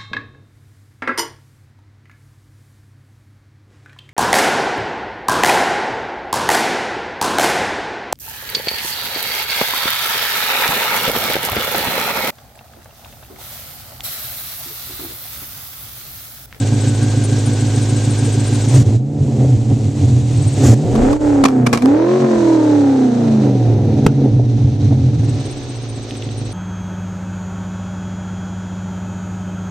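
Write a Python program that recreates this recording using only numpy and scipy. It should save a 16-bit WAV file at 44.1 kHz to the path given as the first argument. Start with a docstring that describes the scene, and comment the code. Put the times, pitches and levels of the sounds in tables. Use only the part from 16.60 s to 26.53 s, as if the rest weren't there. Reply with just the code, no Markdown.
"""A V8 idles lumpily, heard right at its tailpipes: one puff per firing rings the exhaust pipes.
It is blipped once, revved hard in two pushes, then chugs and burbles back to idle, backfiring once.
Hiss, a thin whine and a chirping belt ride on top. Air buffets the microphone, which is picked up
with a few knocks; its gain control ducks under each rev."""
import sys
import numpy as np
from scipy import signal
from scipy.fft import rfft, irfft, next_fast_len
from scipy.io import wavfile
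from scipy.ndimage import uniform_filter1d, map_coordinates

SR = 44100
rng = np.random.default_rng(int(sys.argv[2]) if len(sys.argv) > 2 else 0)


def bounce(signal):
    """Save signal as a 16-bit WAV file at the path given by the first command-line argument."""
    frames = np.transpose(np.atleast_2d(signal))
    limited = np.clip(frames, -1, 1)
    pcm = np.round(limited * 32767).astype(np.int16)
    wavfile.write(sys.argv[1], SR, pcm)


N = 437913
TIME_S = np.arange(N) / SR
IDLE_HZ = 53.25  # firing rate
FAR_BARK, FAR_RASP = 0.8, 0.36  # dB lost per dB of boom lost with distance

# cylinders in firing order: strength_db, lag_firings
CYLINDERS = [(-3.7, 0.29), (-3.7, 0.26), (-1.8, 0.35), (-4.3, 0.37), (-3.6, 0.3), (-5.6, 0.41), (0.5, 0.28),
             (-8.0, 0.4)]
# exhaust voice by speed: firing_hz, boom_db, bark_db, rasp_db, note_db
EXHAUST_VOICE = [(54, -13, -22.5, -28.5, -36), (66.6, -14, -24, -27.5, -35.5),
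                 (88, -5.5, -16.5, -26.5, -20), (125.5, -6, -14, -23.5, -10), (142.7, -10, -11, -21, -8.5),
                 (177.4, -1.5, -14.5, -16, -38), (194.8, -6.5, -15, -18.5, -11),
                 (260.5, -18, -10.5, -17, -2), (288, -14.5, -15.5, -16.5, -4),
                 (327.7, -19.5, -12.5, -18, -2.5), (380, -14.5, -14, -20.5, -14)]
# throttle stabs: start_s, cut_s, boom_gain_db, bark_rasp_gain_db, steam_db
THROTTLE_STABS = [(2.095, 2.229, 6.5, -0.5, -30), (3.998, 4.143, 3, 6.5, -23.5)]
# spectrum of backfire crack and handling scrape: freq_hz, level_db
CRACK_SPECTRUM = [(150, 9), (500, 9), (1500, 1), (3000, -6), (5500, -7), (8000, -11), (13500, -25),
                  (15500, -45)]


def amp(db):
    """Decibels to gain."""
    return 10 ** (np.asarray(db) / 20)


def unit(x):
    """Scale to rms 1."""
    return x / np.sqrt(np.mean(x ** 2) + 1e-20)


def along(points, hz):
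    """Read (freq_hz, value) points on a log axis."""
    f, v = np.transpose(points)
    return np.interp(np.log(hz + 1), np.log(f + 1), v)


def lookup(rows, at):
    """Interpolate the later columns against the first."""
    axis, *columns = np.transpose(rows)
    return [np.interp(at, axis, column) for column in columns]


def wobble(rate_hz):
    """Smooth random curve."""
    knots = rng.standard_normal(int(N * rate_hz / SR) + 4)
    return map_coordinates(knots, [np.arange(N) * rate_hz / SR])


def bump(centre_s, half_width_s):
    """Gaussian envelope, peak 1."""
    return np.exp(-((TIME_S - centre_s) / half_width_s) ** 2)


def filtered(x, response):
    """Apply a complex frequency response."""
    size = next_fast_len(N + SR // 2)
    return irfft(rfft(x, size) * response(np.fft.rfftfreq(size, 1 / SR)), size)[..., :N]


def below(x, edge):
    """Steep roll-off from 1 to 0 at the edge."""
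    return 1 / (1 + (x / edge) ** 12)


def above(x, edge):
    """Steep rise from 0 to 1 at the edge."""
    return 1 - below(x, edge)


def resonances(rows, f):
    """Causal response of modes: centre_hz, width_hz, gain_db."""
    return sum((-1) ** k * amp(db) * 1j * f * width / (hz * hz - f * f + 1j * f * width)
               for k, (hz, width, db) in enumerate(rows))


def noise(spectrum, side_db):
    """Coloured stereo noise, mid at rms 1."""
    white = rng.standard_normal((2, N))
    mid, side = filtered(white, lambda f: amp(along(spectrum, f)) * above(f, spectrum[0][0] * 0.97))
    return (mid + amp(side_db) * np.array([side, -side])) / mid.std()


def bursts(rows, tail):
    """Envelope of short holds with decaying tails: start_s, level_db, length_s."""
    t, envelope = np.arange(SR // 3) / SR, np.zeros(N + SR)
    for start_s, db, length_s in rows:
        shape = below(t, length_s) + tail * np.exp(-t / (3.8 * length_s))
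        envelope[round(start_s * SR):][:len(t)] += amp(db) * shape
    return envelope[:N]


def impulses(when, size, fired):
    """Pulses placed between samples at the given firing counts."""
    at = np.interp(when, fired, np.arange(N))
    whole = at.astype(int)
    early = np.bincount(whole, size * (1 + whole - at), N + 1)
    late = np.bincount(whole + 1, size * (at - whole), N + 1)
    return (early + late)[:N]


def per_cycle(x, fired, firings=len(CYLINDERS)):
    """Scale to rms 1 over a sliding window of firings, keeping the throb inside it."""
    start, end = (np.interp(fired + step, fired, np.arange(N)).astype(int)
                  for step in (-firings / 2, firings / 2))
    energy = np.cumsum(x ** 2)
    return x / np.sqrt((energy[end] - energy[start]) / (end - start) + 1e-20)


def yard(x):
    """Ground and walls return a short diffuse tail."""
    # reverberation: freq_hz, t60_s
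    decay = [(150, 0.24), (1500, 0.14), (10000, 0.046)]
    hz, t, spectra = signal.stft(rng.standard_normal((2, SR // 3)), SR, nperseg=256)
    tail = signal.istft(spectra * amp(-60 * t / along(decay, hz)[:, None]), SR, nperseg=256)[1]
    return signal.fftconvolve(x, tail / np.linalg.norm(tail[0]), axes=1)[:, :N]


def ticks():
    """Small dry clicks in the final idle."""
    # clicks: start_s, relative_db
    clicks = [(9.5087, -27.5), (9.553, -29.5), (9.6233, -25), (9.6898, -33)]
    envelope = bursts([(s, db - 6.5, .002) for s, db in clicks], tail=0.59)
    return envelope * noise([(1500, -14), (3500, -5.5), (6000, -31), (12000, -55.5)], side_db=-9)


def buffet():
    """Lumps of gas hit the microphone, most as it is snatched up."""
    # buffet strength: time_s, level_db
    strength = [(2, -51), (2.7, -34), (4.2, -39.5), (4.26, -15.5), (4.54, -12.5), (4.62, -24), (5.8, -37.5),
                (6.7, -37.5), (7.1, -35.5), (9, -39)]
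    db, = lookup(strength, TIME_S)
    rumble = noise([(25, -16.5), (45, -14.5), (80, -15), (200, -44), (1000, -99.5)], side_db=-1.5)
    return amp(db) * unit(rumble * amp(3.3 * wobble(14)))


def handling():
    """Fingers knock and scrape, ringing the microphone's housing over a soft thud."""
    # finger knocks: start_s, level_db, length_s
    knocks = [(4.353, -18.5, 0.0095), (4.53, -17.5, 0.0072), (4.838, -4.5, 0.0063), (4.851, -8, .012),
              (4.883, -20.5, 0.0052), (5.064, -6.5, .01), (5.129, -6, .011), (5.141, -19.5, 0.02),
              (5.174, -16, .006), (5.222, -18, .004), (5.258, -16.5, .002)]
    # housing modes: centre_hz, width_hz, gain_db
    housing = [(1110, 100, 5), (1410, 90, 4), (2350, 120, 3), (5670, 300, 7)]
    envelope = bursts(knocks, tail=0.16)
    scrape = envelope * unit(noise(CRACK_SPECTRUM, side_db=-4) * amp(3 * wobble(900)))
    thud = filtered(envelope, lambda f: below(f, 320) * above(f, 190))
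    return scrape + filtered(scrape, lambda f: resonances(housing, f)) + amp(12) * thud


def whine():
    """Narrow fuzzy tones, first idle only."""
    # tones: pitch_hz, width_hz, level_db
    bands = [(1490, 37, -47.5), (1602, 70, -45)]
    tones = 0
    for hz, width_hz, db in bands:
        phase = 2 * np.pi * hz * TIME_S
        tones += amp(db) * (wobble(width_hz) * np.cos(phase) + wobble(width_hz) * np.sin(phase))
    return tones * np.interp(TIME_S, [1.95, 2.1], [1, 0])


def belt(firing_hz, fired, unshaded):
    """One arching squeak per pulley turn, on the left; fades as the engine speeds up."""
    grip_hz, fade_db_per_hz, shade_db = 75.6, 1.5, -14.5
    db = -39 + shade_db * (1 - unshaded) - fade_db_per_hz * np.maximum(firing_hz - grip_hz, 0)
    pulley = np.cos(2 * np.pi * fired * .26)
    pitch_hz = 7900 + 550 * pulley + 300 * wobble(22) + 270 * wobble(1100)
    envelope = amp(12 * pulley + 3 * wobble(16) + 3 * wobble(500))
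    chirps = unit(np.sin(2 * np.pi * np.cumsum(pitch_hz) / SR) * envelope)
    return amp(db) * chirps * amp([[9], [-14]])


def hiss(fired, level_db, unshaded):
    """Hiss that flutters with the firings and dulls once the microphone is lifted away."""
    # direct spectrum: freq_hz, level_db
    bright = [(700, 6), (1400, -5.5), (2200, -2.5), (4200, -2), (5200, -3.5), (6400, 0.5), (7800, -0.5),
              (9000, -10.5), (10500, -25.5), (14000, -41.5)]
    # shaded spectrum: freq_hz, level_db
    shaded = [(700, 1.5), (1600, -4), (2500, -3.5), (3200, -4), (3900, 0.5), (5000, -6), (6200, -1),
              (7200, -15.5), (8600, -15.5), (10000, -40.5), (14000, -47.5)]
    # stereo balance: freq_hz, left_minus_right_db
    lean = [(2400, 0), (4300, -4), (8000, 3.5), (14000, 35.5)]
    direct = np.sqrt(unshaded) * noise(bright, side_db=-10.5) * amp(3)
    dull = np.sqrt(1 - unshaded) * noise(shaded, side_db=-4) * amp(-1.5)
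    air = filtered(direct + dull, lambda f: amp(np.outer([.5, -.5], along(lean, f))))
    return air * amp(level_db + 0.53 * np.cos(2 * np.pi * fired) + wobble(60))


def stab_envelopes():
    """Each throttle stab swells from 0 to 1 and is cut short."""
    rise_s, fall_s = 0.054, 0.0056
    return np.array([np.interp(TIME_S, [start_s, start_s + rise_s, cut_s, cut_s + fall_s], [0, 1, 1, 0])
                     for start_s, cut_s, *_ in THROTTLE_STABS])


def steam():
    """Bright rush of vapour at each throttle stab."""
    swell = amp(np.array(THROTTLE_STABS)[:, -1]) @ stab_envelopes() ** 2
    return swell * noise([(900, 2), (4000, -9), (7000, 2), (10000, -13), (14000, -20.5)], side_db=-13.5)


def burbles():
    """Unburnt fuel pops on the overrun, muffled by the silencer."""
    # pops: start_s, level_db
    pops = [(2.695, -33), (2.806, -22), (2.846, -18.5), (3.124, -25), (6.85, -15), (6.953, -17.5),
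            (6.996, -33), (7.618, -15), (7.658, -18), (7.794, -15), (8.326, -20.5)]
    envelope = bursts([(s, db, 0.0058) for s, db in pops], tail=0.77)
    gas = noise([(260, 8), (450, 6.5), (750, -6.5), (1100, -27.5)], side_db=-23)
    return filtered(envelope * gas, lambda f: below(f, 950))


def backfire():
    """One steep pressure front cracks and rings the tailpipe."""
    # tailpipe modes: pitch_hz, level_db, t60_s
    tailpipe = [(228, -0.5, 0.028), (400, -3, 0.018), (870, -4, 0.0098), (1400, -3, 0.008),
                (2600, -6, 0.0072), (6130, -10, 0.004), (11000, -15, .003)]
    start_s, crack_t60_s = 7.4647, .022
    t = np.maximum(TIME_S - start_s, 0)
    ring = sum(amp(db - 60 * t / t60_s) * np.sin(2 * np.pi * hz * t) for hz, db, t60_s in tailpipe)
    crack = (t > 0) * amp(-12 - 60 * t / crack_t60_s) * noise(CRACK_SPECTRUM, side_db=-10)
    return amp(6.5) * (ring + crack)


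def chuffs(firing_hz, fired, far_db):
    """Hollow coughs, sinking in pitch, give the idle its lope."""
    # coughs in each engine cycle: place_cycles, start_hz, end_hz, level_db
    coughs = [(.21, 490.3, 467, -30), (.68, 533, 300.8, -26.5), (.96, 225, 204.8, -24)]
    half_width_cycles = 0.0885
    cycle, out = fired / len(CYLINDERS), 0
    for place, start_hz, end_hz, db in coughs:
        offset = ((cycle - place + .5) % 1 - .5) / half_width_cycles
        pitch_hz = np.interp(offset, [-1, 1], [start_hz, end_hz]) * (1 + .08 * wobble(120))
        envelope = amp(db + 2.7 * wobble(7.6)) * np.exp(-offset ** 2)
        out += envelope * np.sin(2 * np.pi * np.cumsum(pitch_hz) / SR)
    return out * amp(FAR_BARK * far_db + 3.5) * np.interp(firing_hz, [IDLE_HZ, 62], [1, 0])


def engine_speed():
    """Firing rate in Hz: climbs under throttle, coasts against friction, smoothed by the flywheel."""
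    # throttle pushes: start_s, end_s, top_hz, ease_fraction
    revs = [(2.077, 2.515, 151, 0), (4.033, 4.565, 308, .06), (5.189, 5.557, 375, .25)]
    # friction: firing_hz, loss_hz_per_s
    drag = [(IDLE_HZ, 0), (59, 23), (80, 53), (130, 59), (175, 108), (330, 140)]
    inertia_s = .1
    falling_hz = np.linspace(400, IDLE_HZ + .05, 2000)
    elapsed_s = np.cumsum((falling_hz[0] - falling_hz[1]) / lookup(drag, falling_hz)[0])
    firing_hz = np.full(N, IDLE_HZ)
    for start_s, end_s, top_hz, ease in revs:
        u = np.clip((TIME_S - start_s) / (end_s - start_s), 0, 1)
        climb = np.interp(u + ease * u * (1 - u), [0, 1], [firing_hz[round(start_s * SR)], top_hz])
        coast_s = TIME_S - end_s + np.interp(-top_hz, -falling_hz, elapsed_s)
        coast = np.interp(coast_s, elapsed_s, falling_hz)
        firing_hz = np.where(TIME_S < start_s, firing_hz, np.where(TIME_S < end_s, climb, coast))
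    return uniform_filter1d(firing_hz, round(inertia_s * SR), mode="nearest")


def throttle():
    """Level and puff scatter added by the open throttle, in dB."""
    # open throttle: open_s, shut_s, blast_db, strain_db
    blasts = [(2.084, 2.362, 4.5, 2), (3.927, 4.53, 3.5, 1.5), (5.187, 5.574, 3, 0.5)]
    opening_s, shutting_s = 0.084, 0.01
    added_db = 0
    for open_s, shut_s, *gains_db in blasts:
        corners_s = [open_s, open_s + opening_s, shut_s, shut_s + shutting_s]
        added_db += np.outer(gains_db, np.interp(TIME_S, corners_s, [0, 1, 1, 0]))
    return added_db


def lulls():
    """Brief dips and a few small lifts where the load changes, in dB."""
    # level changes: centre_s, gain_db, half_width_s
    changes = [(2.019, 1.5, 0.016), (2.244, -6.5, 0.019), (2.41, 2.5, 0.045), (3.323, -4.5, 0.045),
               (4.589, -10, 0.018), (5.112, -5.5, 0.015), (5.199, -10, 0.021), (5.61, 4, 0.022),
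               (8.175, -3.5, .018)]
    return sum(db * bump(s, width_s) for s, db, width_s in changes)


def surges():
    """Brief swells and sags in dB: one curve for boom, one for bark and rasp."""
    # exhaust surges: centre_s, boom_gain_db, bark_rasp_gain_db, half_width_s
    swells = [(2.214, -2.5, 5.5, 0.011), (2.45, -10, -4.5, 0.15), (2.62, 11.5, -3.5, 0.021),
              (2.83, 2, 5, 0.026), (3.118, -2, 7, 0.013), (4.21, -18, -1.5, .05), (5.03, 12, -0.5, 0.075),
              (5.26, -4, -4, .06), (5.645, 8.5, 7, 0.021), (5.73, -9.5, 5, 0.054), (6.87, 2, 5.5, 0.055),
              (7.645, -4, 6, 0.063), (8.346, -1.5, 5.5, .033)]
    # overrun chugs: centre_s, boom_gain_db
    chugs = [(2.94, 6), (2.99, 2.5), (3.119, 7.5), (3.275, 6.5), (3.45, 5.5), (3.55, 4.5), (3.78, 5),
             (3.86, 7), (7.72, 6.5), (7.78, 5.5), (8.061, 6.5), (8.26, 3.5), (8.335, 4.5), (8.47, 3),
             (8.59, 4)]
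    swell_db = sum(np.outer(gains, bump(s, width_s)) for s, *gains, width_s in swells)
    chug_db = sum(db * bump(s, half_width_s=0.029) for s, db in chugs)
    stab_db = np.array(THROTTLE_STABS)[:, 2:4].T @ stab_envelopes()
    return swell_db + np.outer([1, 0], chug_db) + stab_db


def exhaust_levels(firing_hz, fired, blast_db, far_db):
    """Boom, bark and rasp in dB, from speed, throttle, surges, distance and idle throb."""
    boom_db, bark_db, rasp_db, _ = lookup(EXHAUST_VOICE, firing_hz)
    low_db, high_db = surges()
    idling = np.interp(firing_hz, [IDLE_HZ, 75], [1, 0])
    throb = idling * np.cos(2 * np.pi * (fired / len(CYLINDERS) - 0.95))  # once per engine cycle
    return (boom_db + 0.73 * blast_db + low_db + far_db + 0.74 * throb,
            bark_db + blast_db + high_db + FAR_BARK * far_db + 4.5 * throb,
            rasp_db + 1.98 * blast_db + high_db + FAR_RASP * far_db)


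def firing_note(firing_hz, fired, far_db):
    """Tone at the firing rate; uneven cylinders add a throaty chord, stronger at speed."""
    # note swells under throttle: start_s, end_s, level_db
    swells = [(2.222, 2.366, -1.5), (4.047, 4.136, 0.5), (4.122, 4.26, -6.5), (4.368, 4.512, -15.5),
              (5.21, 5.577, -9)]
    # chord: engine_cycle_multiple, level_db
    overtones = [(9, -20), (10, -19), (11, -21), (12, -19), (13, -22), (15, -21), (16, -21), (21, -28),
                 (23, -27), (24, -24), (31, -33)]
    rise_s, decay_s, jitter_rad, waver_db = 0.055, 0.0059, .034, 2.5
    size = amp(lookup(EXHAUST_VOICE, firing_hz)[-1])
    for start_s, end_s, db in swells:
        rise = np.clip((TIME_S - start_s) / rise_s, 0, 1)
        size += amp(db) * rise * np.exp(-np.maximum(TIME_S - end_s, 0) / decay_s)
    phase = 2 * np.pi * fired + 0.057 * wobble(45)
    chord = 0
    for multiple, db in overtones:
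        gain = amp(db + waver_db * wobble(6))
        cycle_phase = phase / len(CYLINDERS) + jitter_rad * wobble(110)
        chord += gain * np.sin(multiple * cycle_phase + rng.uniform(0, 2 * np.pi))
    chord_gain = amp(-1.5) * np.interp(firing_hz, [150, 260], [.3, 1])
    return size * amp(far_db) * np.sqrt(2) * (np.sin(phase) + chord_gain * chord)


def puffs(firing_hz, fired, scatter_db):
    """One pulse per firing: uneven cylinders make the lope, chance the burble."""
    # side of the V for each firing: sign
    bank = [1, -1, 1, 1, -1, 1, -1, -1]
    bank_share, evening_out = 0.15, 0.71
    k = np.arange(int(fired[-1]))
    db, lag = np.array(CYLINDERS)[k % len(CYLINDERS)].T
    chance = rng.uniform(-1.27, 1, (len(k), 2))
    scatter = np.interp(k, fired, amp(scatter_db) - 1)
    size = amp(db) * (1 + 1.3 * scatter * chance[:, 0])
    # at speed the even part merges into the note, cylinders grow alike, the near bank is louder
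    merged = np.interp(np.interp(k, fired, firing_hz), [58, 110], [0, .88])
    even = amp(db).mean()
    size += merged * (bank_share * np.array(bank)[k % len(bank)] - even - evening_out * (amp(db) - even))
    return impulses(k + lag + .15 * scatter * chance[:, 1], size, fired)


def silencer(x, t60_s):
    """Dense reflections smear each puff and add close, shallow resonances."""
    t = np.arange(SR // 4) / SR
    echoes = rng.standard_normal(len(t)) * amp(-60 * t / t60_s) * (1 - np.exp(-t / .003))
    response = rfft(echoes, 2 * len(t))
    flattened = irfft(response / np.sqrt(np.abs(response)))[:len(t)]
    return signal.fftconvolve(x, flattened)[:N]


def shocks(fired):
    """Each cylinder tears out its own ragged shock train, nearly the same every cycle."""
    # shock spectrum: freq_hz, level_db
    spectrum = [(380, 5), (560, 1), (720, -5), (900, -7.5), (1100, -14.5), (1450, -15.5), (2200, -24.5),
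                (4000, -41.5), (9000, -58.5)]
    count, jitter_firings = 5, 0.024
    k = np.arange(int(fired[-1]) - 1)
    cylinder = k % len(CYLINDERS)
    lag, size = rng.random((len(CYLINDERS), count)), rng.standard_normal((len(CYLINDERS), count))
    when = k[:, None] + lag[cylinder] + jitter_firings * rng.standard_normal((len(k), count))
    train = impulses(when.ravel(), size[cylinder].ravel(), fired)
    snarl = filtered(train, lambda f: amp(along(spectrum, f)) * above(f, 370))
    return per_cycle(snarl, fired, firings=4)


def rasp(firing_hz, fired, pulses, smeared, turbulent):
    """Puff edges, breaking into shocks at speed, plus the gust of turbulence behind each puff."""
    # pipe turbulence: freq_hz, level_db
    spectrum = [(250, 19), (480, 5.5), (780, -3), (1100, -22), (1600, -24), (2500, -28.5), (5000, -68.5),
                (12000, -49)]
    gust_decay_s = 0.054
    edge = filtered(smeared, lambda f: amp(along(spectrum, f)) * above(f, 319))
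    snarl = shocks(fired) + amp(-3) * np.outer([1, -1], shocks(fired))
    fast = np.interp(firing_hz, [200, 275], [0, 1])
    edge = np.sqrt(1 - fast) * per_cycle(edge, fired) + np.sqrt(fast) * snarl
    gust = filtered(np.abs(pulses), lambda f: 1 / (1 + 2j * np.pi * f * gust_decay_s))
    gas = noise(spectrum, side_db=-33) * per_cycle(gust, fired)
    return np.sqrt(1 - turbulent) * edge + np.sqrt(turbulent) * gas


def pipe(f):
    """Resonant response of the exhaust system."""
    # pipe modes: centre_hz, width_hz, gain_db
    modes = [(42, 9, -15), (107, 17, 4), (130, 21, 2), (217, 24, -8.5), (282, 26, -6), (389, 45, -20),
             (461, 70, -18), (558, 70, -23), (740, 220, -25)]
    return resonances(modes, f)


def boom(firing_hz, pulses):
    """Puffs ring the low pipe modes; little deep bass passes at speed."""
    ring = filtered(pulses, lambda f: pipe(f) * below(f, 162) * (1 - .7 * below(f, 84)))
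    return ring - np.interp(firing_hz, [130, 200], [0, .95]) * filtered(ring, lambda f: below(f, 117))


def bark(firing_hz, fired, pulses, smeared):
    """Puffs ring the middle pipe modes, crowding together in the silencer above idle."""
    crowding = np.interp(firing_hz, [55, 90], [0, .75])
    drive = (1 - crowding) * per_cycle(pulses, fired) + crowding * per_cycle(smeared, fired)
    ring = filtered(drive, lambda f: pipe(f) * np.abs(pipe(f)) ** .35 * above(f, 192) * below(f, 440))
    return ring - np.interp(firing_hz, [230, 300], [0, .65]) * filtered(ring, lambda f: below(f, 250))


def exhaust(firing_hz, fired, blast_db, strain_db, far_db):
    """One puff train drives boom, bark and rasp."""
    # unsteady combustion: firing_hz, scatter_db, turbulent_fraction
    unsteady = [(54, .35, .22), (75, 1.6, .35), (130, 1.4, .35), (180, .8, .25), (240, .3, .06)]
    scatter_db, turbulent = lookup(unsteady, firing_hz)
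    pulses = puffs(firing_hz, fired, scatter_db + strain_db)
    smeared = silencer(pulses, t60_s=.18)
    boom_db, bark_db, rasp_db = exhaust_levels(firing_hz, fired, blast_db, far_db)
    boom_db += .17 * far_db * wobble(8)  # wavers with distance
    # shorter windows even out the lope: hard firing under load, pipes ringing on in the overrun
    bark_firings = np.interp(blast_db, [0, 4], [len(CYLINDERS), 2])
    boom_firings = np.minimum(bark_firings, np.interp(firing_hz, [58, 75, 150, 200], [8, 3, 3, 8]))
    return (amp(boom_db) * per_cycle(boom(firing_hz, pulses), fired, boom_firings)
            + amp(bark_db) * per_cycle(bark(firing_hz, fired, pulses, smeared), fired, bark_firings)
            + amp(rasp_db) * rasp(firing_hz, fired, pulses, smeared, turbulent))


def scene():
    """Mix driven by engine speed, throttle and microphone position."""
    # arrival as microphone and load shift: time_s, far_db, hiss_db, unshaded_fraction
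    arrival = [(0, -1.5, -35, 0.63), (2.1, -2, -34.5, 0.8), (2.36, -2, -40.5, 1), (2.4, -3.5, -50.5, 0.8),
               (2.7, -9, -43.5, 1), (4.0, -3.5, -37, 0.7), (4.6, -6.5, -37.5, 0.94), (5.1, -3.5, -47, 0.9),
               (5.4, -4.5, -37, 0), (5.7, -3, -34, 0.17), (6.4, -1, -32, 0.15), (7.2, -6, -41, 0.02),
               (8.68, -1.5, -38, 0.04), (8.85, -9, -37, 0.02), (9.15, -17, -39, 0),
               (9.93, -13.5, -40, 0.01)]
    far_db, hiss_db, unshaded = lookup(arrival, TIME_S)
    firing_hz = engine_speed()
    fired = np.cumsum(firing_hz) / SR  # running count of firings
    blast_db, strain_db = throttle()
    lull_db = lulls()
    pipes = exhaust(firing_hz, fired, blast_db, strain_db, far_db)
    pipes += firing_note(firing_hz, fired, far_db) + chuffs(firing_hz, fired, far_db)
    pipes = pipes * amp(lull_db) + burbles() + backfire()
    pipes *= amp([[-.35], [.35]])  # slightly right
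    pipes += amp(-19) * yard(filtered(pipes, lambda f: 1 - .5 * below(f, 260)))
    air = hiss(fired, hiss_db + blast_db + lull_db, unshaded)
    return (pipes + handling() + buffet() + air + steam() + whine()
            + belt(firing_hz, fired, unshaded) + ticks())


def gain_control(x):
    """Gain drops quickly on loud sound and creeps back."""
    threshold_db, sense_s, clamp_s, recover_db_per_s = -11, 0.035, 0.063, 38.5
    size = round(sense_s * SR)
    power = np.abs(uniform_filter1d(np.mean(x ** 2, axis=0), size, origin=(size - 1) // 2))
    over_db = np.maximum(10 * np.log10(power + 1e-12) - threshold_db, 0)
    creep_db = recover_db_per_s * TIME_S
    cut_db = np.maximum.accumulate(over_db + creep_db) - creep_db
    pole = np.exp(-1 / (clamp_s * SR))
    return x * amp(-signal.lfilter([1 - pole], [1, -pole], cut_db))


def record(dry):
    """Gain control, soft clipping, band limit."""
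    top_hz = 14400
    held = gain_control(dry)
    rounded = held / (1 + np.abs(held) ** 8) ** (1 / 8)
    return filtered(rounded, lambda f: f < top_hz)


dry = scene()
out = record(dry)
bounce(out)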